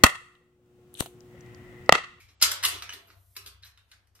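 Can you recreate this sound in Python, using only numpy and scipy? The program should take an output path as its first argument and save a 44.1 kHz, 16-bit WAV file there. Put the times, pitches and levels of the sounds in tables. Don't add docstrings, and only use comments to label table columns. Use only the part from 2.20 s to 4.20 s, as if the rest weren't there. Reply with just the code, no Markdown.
import sys
import numpy as np
from scipy import signal
from scipy.fft import rfft, irfft
from scipy.io import wavfile
from scipy.ndimage import uniform_filter1d

SR = 44100
rng = np.random.default_rng(int(sys.argv[2]) if len(sys.argv) > 2 else 0)


def log_audio(samples):
    frames = np.atleast_2d(samples).T
    limited = np.clip(frames, -1, 1)
    pcm = np.round(limited * 32767).astype(np.int16)
    wavfile.write(sys.argv[1], SR, pcm)


def ratio_of_db(decibels):
    return 10 ** (np.asarray(decibels, float) / 20)


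N = 88200

# start_s, end_s, start_level_db, end_level_db
LOADS = [
    (0.2, 0.21, -57.5, -52.5),
    (0.214, 0.23, -30.5, -23.5),
    (0.428, 0.446, -34.5, -33),
    (1.153, 1.161, -63.5, -57),
    (1.679, 1.72, -82.5, -69.5),
    (1.252, 1.302, -70.5, -78),
    (1.425, 1.494, -65, -76.5),
    (0.00047, .06, -59.5, -77.5),
    (.505, .56, -48, -51.5),
]
# start_s, peak_db, ring_hz, treble_db, crumble_s
SNAPS = [(0.2212, -29, 4600, -2.5, 0.004), (0.2248, -11, 3400, 9.5, 0.0027),
         (0.2298, -23, 2780, -2.5, 0.0017), (0.234, -24.5, 3000, 3.5, 0.0056),
         (0.236, -29.5, 4540, 8, 0.0032), (0.245, -31.5, 4430, 13, 0.0091),
         (0.296, -42.5, 3984, 18, 0.0037), (0.3153, -21.5, 13700, 6.5, 0.002),
         (0.318, -32, 5560, -19.5, 0.0034), (0.4358, -26.5, 2620, 2.5, 0.0054),
         (0.4482, -17, 5560, 9, 0.0018), (0.451, -18.5, 2850, 8.5, 0.0041), (0.458, -31, 2700, 11, 0.00035),
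         (.483, -28.5, 10800, 8, 0.0054), (0.486, -31, 3730, -3, 0.00063), (0.504, -42.5, 2980, 22, 0.0011),
         (0.557, -53.5, 2810, 7, 0.025)]
# start_s, peak_db, ring_hz, treble_db, crumble_s
KNOCKS = [
    (0.6227, -34.5, 3560, 4.5, 0.0015),
    (0.625, -45, 4600, -15, 0.0039),
    (0.632, -53.5, 2870, -7, 0.0066),
    (0.692, -41.5, 5740, -9.5, 0.0038),
    (0.723, -47.5, 5710, -2, 0.0064),
    (0.7339, -40.5, 3690, 5.5, 0.0052),
    (0.769, -76, 2830, -26, 0.0033),
    (0.878, -66.5, 1320, -4, 0.01),
    (0.898, -61.5, 1292, -13, 0.012),
]
# start_s, peak_db, ring_hz, treble_db, crumble_s
TAPS = [(0.082, -67, 2100, -6, 0.017), (1.1647, -37.5, 3600, 6, 0.004), (1.167, -42.5, 4140, 6.5, 0.0058),
        (1.2616, -42.5, 3400, 3.5, 0.0038), (1.269, -47.5, 3350, 6.5, 0.0091),
        (1.421, -63.5, 4080, -2, 0.016), (1.448, -60.5, 4110, -13, 0.015),
        (1.457, -61.5, 12640, 3.5, 0.017), (1.5744, -59, 2960, -0.5, 0.0038),
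        (1.587, -74.5, 3000, -2, 0.007), (1.713, -60.5, 2860, -5.5, 0.01),
        (1.7155, -56.5, 4500, -0.5, 0.0029), (1.722, -72, 2770, 11, 0.023), (1.872, -69, 12000, 2.5, .004),
        (1.949, -58, 5000, 6, 0.0097), (1.992, -64, 1470, -6.5, 0.0021)]
# start_s, level_db, pitch_hz
PINGS = [
    (0.6913, -33, 2990),
    (0.7019, -36, 2960),
    (0.713, -44.5, 2960),
    (0.724, -40.5, 2920),
]
# start_s, level_db, pitch_hz, width_hz, decay_s
RINGERS = [(0.0, -64.5, 2320, 367, 0.061), (0.223, -42.5, 1530, 150, 0.012),
           (.223, -20.5, 4640, 400, 0.0045), (.239, -37, 4200, 150, .015), (.316, -49, 1560, 150, 0.0053),
           (.436, -31.5, 1150, 100, 0.0099), (.449, -23.5, 2895, 204, 0.0083),
           (.483, -44, 10800, 403, 0.045), (.622, -52, 2380, 200, 0.023), (.693, -53, 1130, 302, 0.0034),
           (.737, -42, 3690, 200, 0.0042), (.724, -46, 2950, 200, 0.0076), (.78, -59.5, 681, 24.8, 0.31),
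           (.87, -61.5, 12000, 400, 0.032), (1.431, -51.5, 4020, 200, .02), (1.43, -62, 1600, 241, .04),
           (1.445, -56, 12700, 395, 0.026), (1.577, -69, 1480, 300, .02), (1.716, -64.5, 1600, 400, 0.032)]
# pitch_hz, level_db
STONE_BODY = [(1380, -15), (1363, -2), (1600, -18)]
# frequency_hz, gain_db
STONE_TONE = [(250, -26), (780, -16), (1100, -2.5), (3000, -1.5), (5200, -1.5), (7500, -6), (12800, -6.5),
              (16000, -21.5)]
# pitch_hz, width_hz, level_db
ROOM_MODES = [(238, 14, 0.5), (307, 3.9, 9), (375.6, 7.5, 8), (402, 4.9, 11), (641, 8.2, 1),
              (707, 4.3, 16.5), (817, 12, -0.5), (935, 11, 5)]
# frequency_hz, t60_s
BATH_T60 = [(150, 0.14), (500, 1), (1200, 0.49), (3000, 0.38), (7000, 0.24), (14000, 0.17)]
# frequency_hz, gain_db
BATH_TONE = [(300, 2), (1500, -2.5), (5000, -2), (9000, -2.5), (14000, -4)]
# start_s, level_db
BUMPS = [
    (0.093, -62),
    (0.272, -39),
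    (0.46, -41),
    (0.535, -38.5),
    (0.741, -44),
    (0.879, -56.5),
    (1.173, -54.5),
    (1.261, -55.5),
]
# time_s, level_db
GRIT_LEVEL = [(0, -82), (.75, -78.5), (0.949, -73.5), (1.12, -67), (1.3, -68.5), (1.472, -101),
              (1.6, -84.5), (2, -104.5)]
# frequency_hz, gain_db
GRIT_TONE = [(800, -23), (3000, -13), (7500, -9), (10000, -4), (12700, 1), (15000, -9.5)]
# pitch_hz, width_hz, level_db
HUM = [(66.47, 2.8, 1), (95.13, 7.7, 5)]
# time_s, level_db
HUM_LEVEL = [(0.0, -46), (0.17, -67), (0.26, -52.5), (0.36, -63), (0.452, -49.5), (0.78, -66.5), (0.8, -75),
             (0.99, -64), (1.03, -69), (1.35, -56), (1.39, -61.5), (1.79, -70), (1.951, -65.5), (2.0, -76)]
# frequency_hz, gain_db
HISS_TONE = [(76, -27.5), (130, -16.5), (233, -16.5), (444, -19), (917, -21), (1680, -28), (3610, -29.5),
             (12800, -39.5), (16000, -36)]
# time_s, gain_db
HISS_SWELL = [(0, 0), (.6, 8), (0.949, 5), (1.099, -5.5), (1.28, 4), (1.421, -9), (1.68, -3.5), (1.78, -1),
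              (1.9, -4.5), (2, 2)]
# frequency_hz, gain_db
RUMBLE_TONE = [(8.8, -57.5), (15, -21.5), (41, 2), (81, 3.5), (113, -1), (146, -13.5), (200, -25.5),
               (260, -46), (440, -120)]
# start_s, end_s, edge_hz
TREBLE_EDGES = [(.15, .209, 8300), (.209, .245, 16000), (.31, .326, 16700), (.424, .456, 15800),
                (.456, .6, 14600), (.7, .78, 15700), (.95, 1.15, 15200), (1.15, 1.178, 16200),
                (1.178, 1.3, 14800), (1.424, 1.452, 15900), (1.572, 1.582, 16000), (1.712, 1.73, 15700),
                (1.948, 2.1, 15500)]

RING_DB, RING_WIDTH_HZ, PAN_DB = (-5, -5, -7), (900, 600, 1000), (0.3, -0.3, -0.05)
CRACKS_PER_S, CRACK_SPREAD_DB = 14000, 3
FIRST_CRACK, RISE_S, TREBLE_HZ = 3, 0.0004, 8000
SWELL = 0.6
PING_RISE_S, PING_FALL_S, RINGER_RISE_S = 0.0025, 0.0015, 0.002
PORT_LAG_S = 0.00007
RING_WET = 0.35
TAIL_TURN_S, SNAP_WAKES_DB, SNAP_LOW_DB = 0.33, 7, -6
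EARLY_DB, EARLY_T60_S, BATH_DB, FIRST_WALL_S = -3, 0.03, 1.5, 0.005
THUD_DB, THUD_HZ = -45.5, 62
BUMP_SWELL_S = 0.012
BUMP_DAMPING = 1.8
HUM_PAN_DB, HISS_DB, RUMBLE_DB = 1.95, -75.5, -73.5
HUM_SAME, HISS_SAME = 0.98, 0.61
PORT_HZ, PORT_WIDTH_HZ, PORT_DB = 20000, 620, -25.5
TOP_HZ, TOP_SLOPE_DB_PER_KHZ, PATCHY_DB = 14200, 4.5, 1.5


def cracks(size):
    chance, weakness, side = rng.random((3, size))
    happens = chance < CRACKS_PER_S / SR
    strength = ratio_of_db(-CRACK_SPREAD_DB * np.log(weakness + 0.012))
    return happens * strength * np.sign(side - 0.5)


def click(db, hz, treble_db, length, ring_db, width, body):
    t = np.arange(3000) / SR
    length = max(length, 0.0005)
    rise = max(RISE_S, SWELL * (length - 0.003))
    drive = cracks(3000)
    drive[round(RISE_S * SR)] = FIRST_CRACK
    drive = drive * np.minimum(t / rise, 1) * np.exp(-np.maximum(t - rise, 0) / length)
    low = signal.lfilter(*signal.butter(3, TREBLE_HZ, "low", fs=SR), drive)
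    high = signal.lfilter(*signal.butter(3, TREBLE_HZ, "high", fs=SR), drive)
    body_hz, body_db = body
    ring = ratio_of_db(ring_db + 14) * resonate(drive, hz, width)
    ring = ring + ratio_of_db(body_db + 12) * resonate(drive, body_hz, 280)
    parts = np.array([low + ratio_of_db(treble_db) * high, ring])
    return ratio_of_db(db) * parts / np.sqrt(np.sum(parts ** 2) / (SR * length))


def breaks():
    out = np.zeros((2, 2, N))
    kinds = zip([SNAPS, KNOCKS, TAPS], RING_DB, RING_WIDTH_HZ, STONE_BODY, PAN_DB)
    for table, ring_db, width, body, pan_db in kinds:
        bus = np.zeros((N, 2))
        for s, *row in table:
            add(bus, s, click(*row, ring_db, width, body).T)
        out += bus.T[:, None] * ratio_of_db([[pan_db], [-pan_db]])
    return out


def loads():
    out = np.zeros((N, 2))
    for start, end, start_db, end_db in LOADS:
        size = round((end - start) * SR)
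        level = ratio_of_db(np.linspace(start_db, end_db, size))
        add(out, start, (level * evened(cracks(3500))[:size])[:, None])
    return out.T


def pings():
    out, t = np.zeros((N, 2)), np.arange(800) / SR
    fall = np.exp(-np.maximum(t - PING_RISE_S, 0) / PING_FALL_S)
    shape = np.minimum(t / PING_RISE_S, 1) ** 2 * fall
    for s, db, hz in PINGS:
        add(out, s, (ratio_of_db(db) * shape * np.sin(2 * np.pi * hz * t))[:, None])
    return out.T


def ringers():
    out, t = np.zeros((N, 2)), np.arange(9000) / SR
    for s, db, hz, width, decay in RINGERS:
        shape = np.minimum(t / RINGER_RISE_S, 1) * np.exp(-t / decay)
        add(out, s, (ratio_of_db(db) * shape * evened(resonate(cracks(9000), hz, width)))[:, None])
    return out.T


def stones():
    out = breaks()
    out[0] += loads()
    out[1] += pings() + ringers()
    click_gain = np.linalg.norm(colour(np.eye(1, 4096)[0], STONE_TONE))
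    return np.apply_along_axis(colour, 2, out, STONE_TONE) / click_gain


def bath(crack, ring):
    turn = np.pi / 2 * np.arange(N) / SR / TAIL_TURN_S
    hz = np.fft.rfftfreq(N, 1 / SR)
    lag = np.exp(-2j * np.pi * hz * [[PORT_LAG_S], [0]])
    out = irfft(rfft(crack + ring) * lag, N)
    for share in (np.cos(turn), np.sin(turn)):
        sent = (crack + RING_WET * ring) * share
        out = out + signal.fftconvolve(sent, tail(), axes=1)[:, :N]
    for f, width, db in ROOM_MODES:
        mode_db = db + SNAP_WAKES_DB + SNAP_LOW_DB * (f < 500)
        out = out + ratio_of_db(mode_db) * resonate(crack, f, width)
    return out


def tail():
    taps = np.zeros((2, SR))
    at = np.arange(0, SR - 20, 20)
    at = at + rng.integers(0, 20, (2, len(at)))
    np.put_along_axis(taps, at, rng.choice([-1., 1.], at.shape), 1)
    hz, t, z = signal.stft(taps, SR, nperseg=256)
    z = z * ratio_of_db(read(BATH_TONE, hz)[:, None] - 60 * t / read(BATH_T60, hz)[:, None])
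    late = signal.istft(z, SR, nperseg=256)[1]
    late = np.pad(late, ((0, 0), (round(FIRST_WALL_S * SR), 0)))[:, :SR]
    early = taps[:, ::-1] * ratio_of_db(-60 * np.arange(SR) / SR / EARLY_T60_S)
    early = ratio_of_db(EARLY_DB) * early / np.linalg.norm(early[0])
    return early + ratio_of_db(BATH_DB) * late / np.linalg.norm(late[0])


def thud():
    out, t = np.zeros(N), np.arange(9000) / SR
    shape = ratio_of_db(THUD_DB - 190 * t) * np.minimum(t / 0.021, 1)
    add(out, SNAPS[0][0], shape * np.sin(2 * np.pi * THUD_HZ * t))
    return out


def bumps():
    out, u = np.zeros((N, 2)), np.arange(3000) / SR / BUMP_SWELL_S
    for s, db in BUMPS:
        push = ratio_of_db(db) * u * np.exp(-u) * pair(1.0)[:, :3000]
        add(out, s - BUMP_SWELL_S, push.T)
    return sum(ratio_of_db(db + 14.5) * resonate(out.T, f, w * BUMP_DAMPING) for f, w, db in ROOM_MODES[1:4])


def grit():
    grains = pair(0.4) * (1 + 0.5 * abs(cracks(N)))
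    return ratio_of_db(follow(GRIT_LEVEL)) * shaped(grains, GRIT_TONE)


def hum():
    noise = pair(HUM_SAME)
    tones = sum(ratio_of_db(db) * evened(resonate(resonate(noise, f, w), f, w)) for f, w, db in HUM)
    return evened(tones) * ratio_of_db(follow(HUM_LEVEL)) * ratio_of_db([[HUM_PAN_DB], [-HUM_PAN_DB]])


def floor():
    hiss = shaped(pair(HISS_SAME), HISS_TONE)
    rumble = shaped(pair(HUM_SAME), RUMBLE_TONE)
    return ratio_of_db(HISS_DB + follow(HISS_SWELL)) * hiss + ratio_of_db(RUMBLE_DB) * rumble


def evened(x):
    return x / np.sqrt(np.mean(x ** 2) + 1e-20)


def read(points, hz):
    f, value = np.transpose(points)
    return np.interp(np.log(hz + 1), np.log(f + 1), value)


def follow(points):
    s, db = np.transpose(points)
    return np.interp(np.arange(N) / SR, s, db)


def add(mix, s, sound):
    part = mix[round(s * SR):][:len(sound)]
    part += sound[:len(part)]


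def resonate(x, hz, width):
    r = np.exp(-np.pi * abs(width) / SR)
    return signal.lfilter([1 - r, 0, r - 1], [1, -2 * r * np.cos(2 * np.pi * hz / SR), r * r], x)


def colour(x, points):
    log_gain = read(points, abs(np.fft.fftfreq(4096, 1 / SR))) * np.log(10) / 20
    taps = np.fft.ifft(np.exp(np.conj(signal.hilbert(log_gain)))).real
    taps = max(taps, taps[::-1], key=lambda v: np.sum(v[:200] ** 2))[:2048]
    return signal.oaconvolve(x, taps)[:len(x)]


def shaped(noise, points):
    hz = np.fft.rfftfreq(N, 1 / SR)
    return evened(irfft(rfft(noise) * ratio_of_db(read(points, hz)), N))


def pair(same):
    a, b = rng.standard_normal((2, N))
    same = np.clip(same, 0, 1)
    return np.array([a, same * a + np.sqrt(1 - same ** 2) * b])


def scene():
    return bath(*stones()) + thud() + bumps() + grit() + hum() + floor()


def low_pass(x):
    return signal.sosfilt(signal.butter(12, 16780, fs=SR, output="sos"), x)


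def record(dry):
    heard = dry + ratio_of_db(PORT_DB) * resonate(dry, PORT_HZ, PORT_WIDTH_HZ)
    hz, t, z = signal.stft(heard, SR, nperseg=512)
    edge = np.full(len(t), TOP_HZ)
    for start, end, edge_hz in TREBLE_EDGES:
        edge[(t >= start) & (t < end)] = edge_hz
    z = z * (hz[:, None] < edge)
    patches = rng.standard_normal(z.shape[1:])
    patches = uniform_filter1d(patches, size=7, axis=0)
    patches = uniform_filter1d(patches, size=12, axis=1)
    patch_db = PATCHY_DB * evened(patches) * (hz > 1500)[:, None]
    slope_db = TOP_SLOPE_DB_PER_KHZ * np.maximum(hz - TOP_HZ, 0)[:, None] / 1000
    z = z * ratio_of_db(patch_db - slope_db)
    mix = signal.istft(z, SR, nperseg=512)[1][:, :N]
    return low_pass(mix)


dry = scene()
out = record(dry)
log_audio(out)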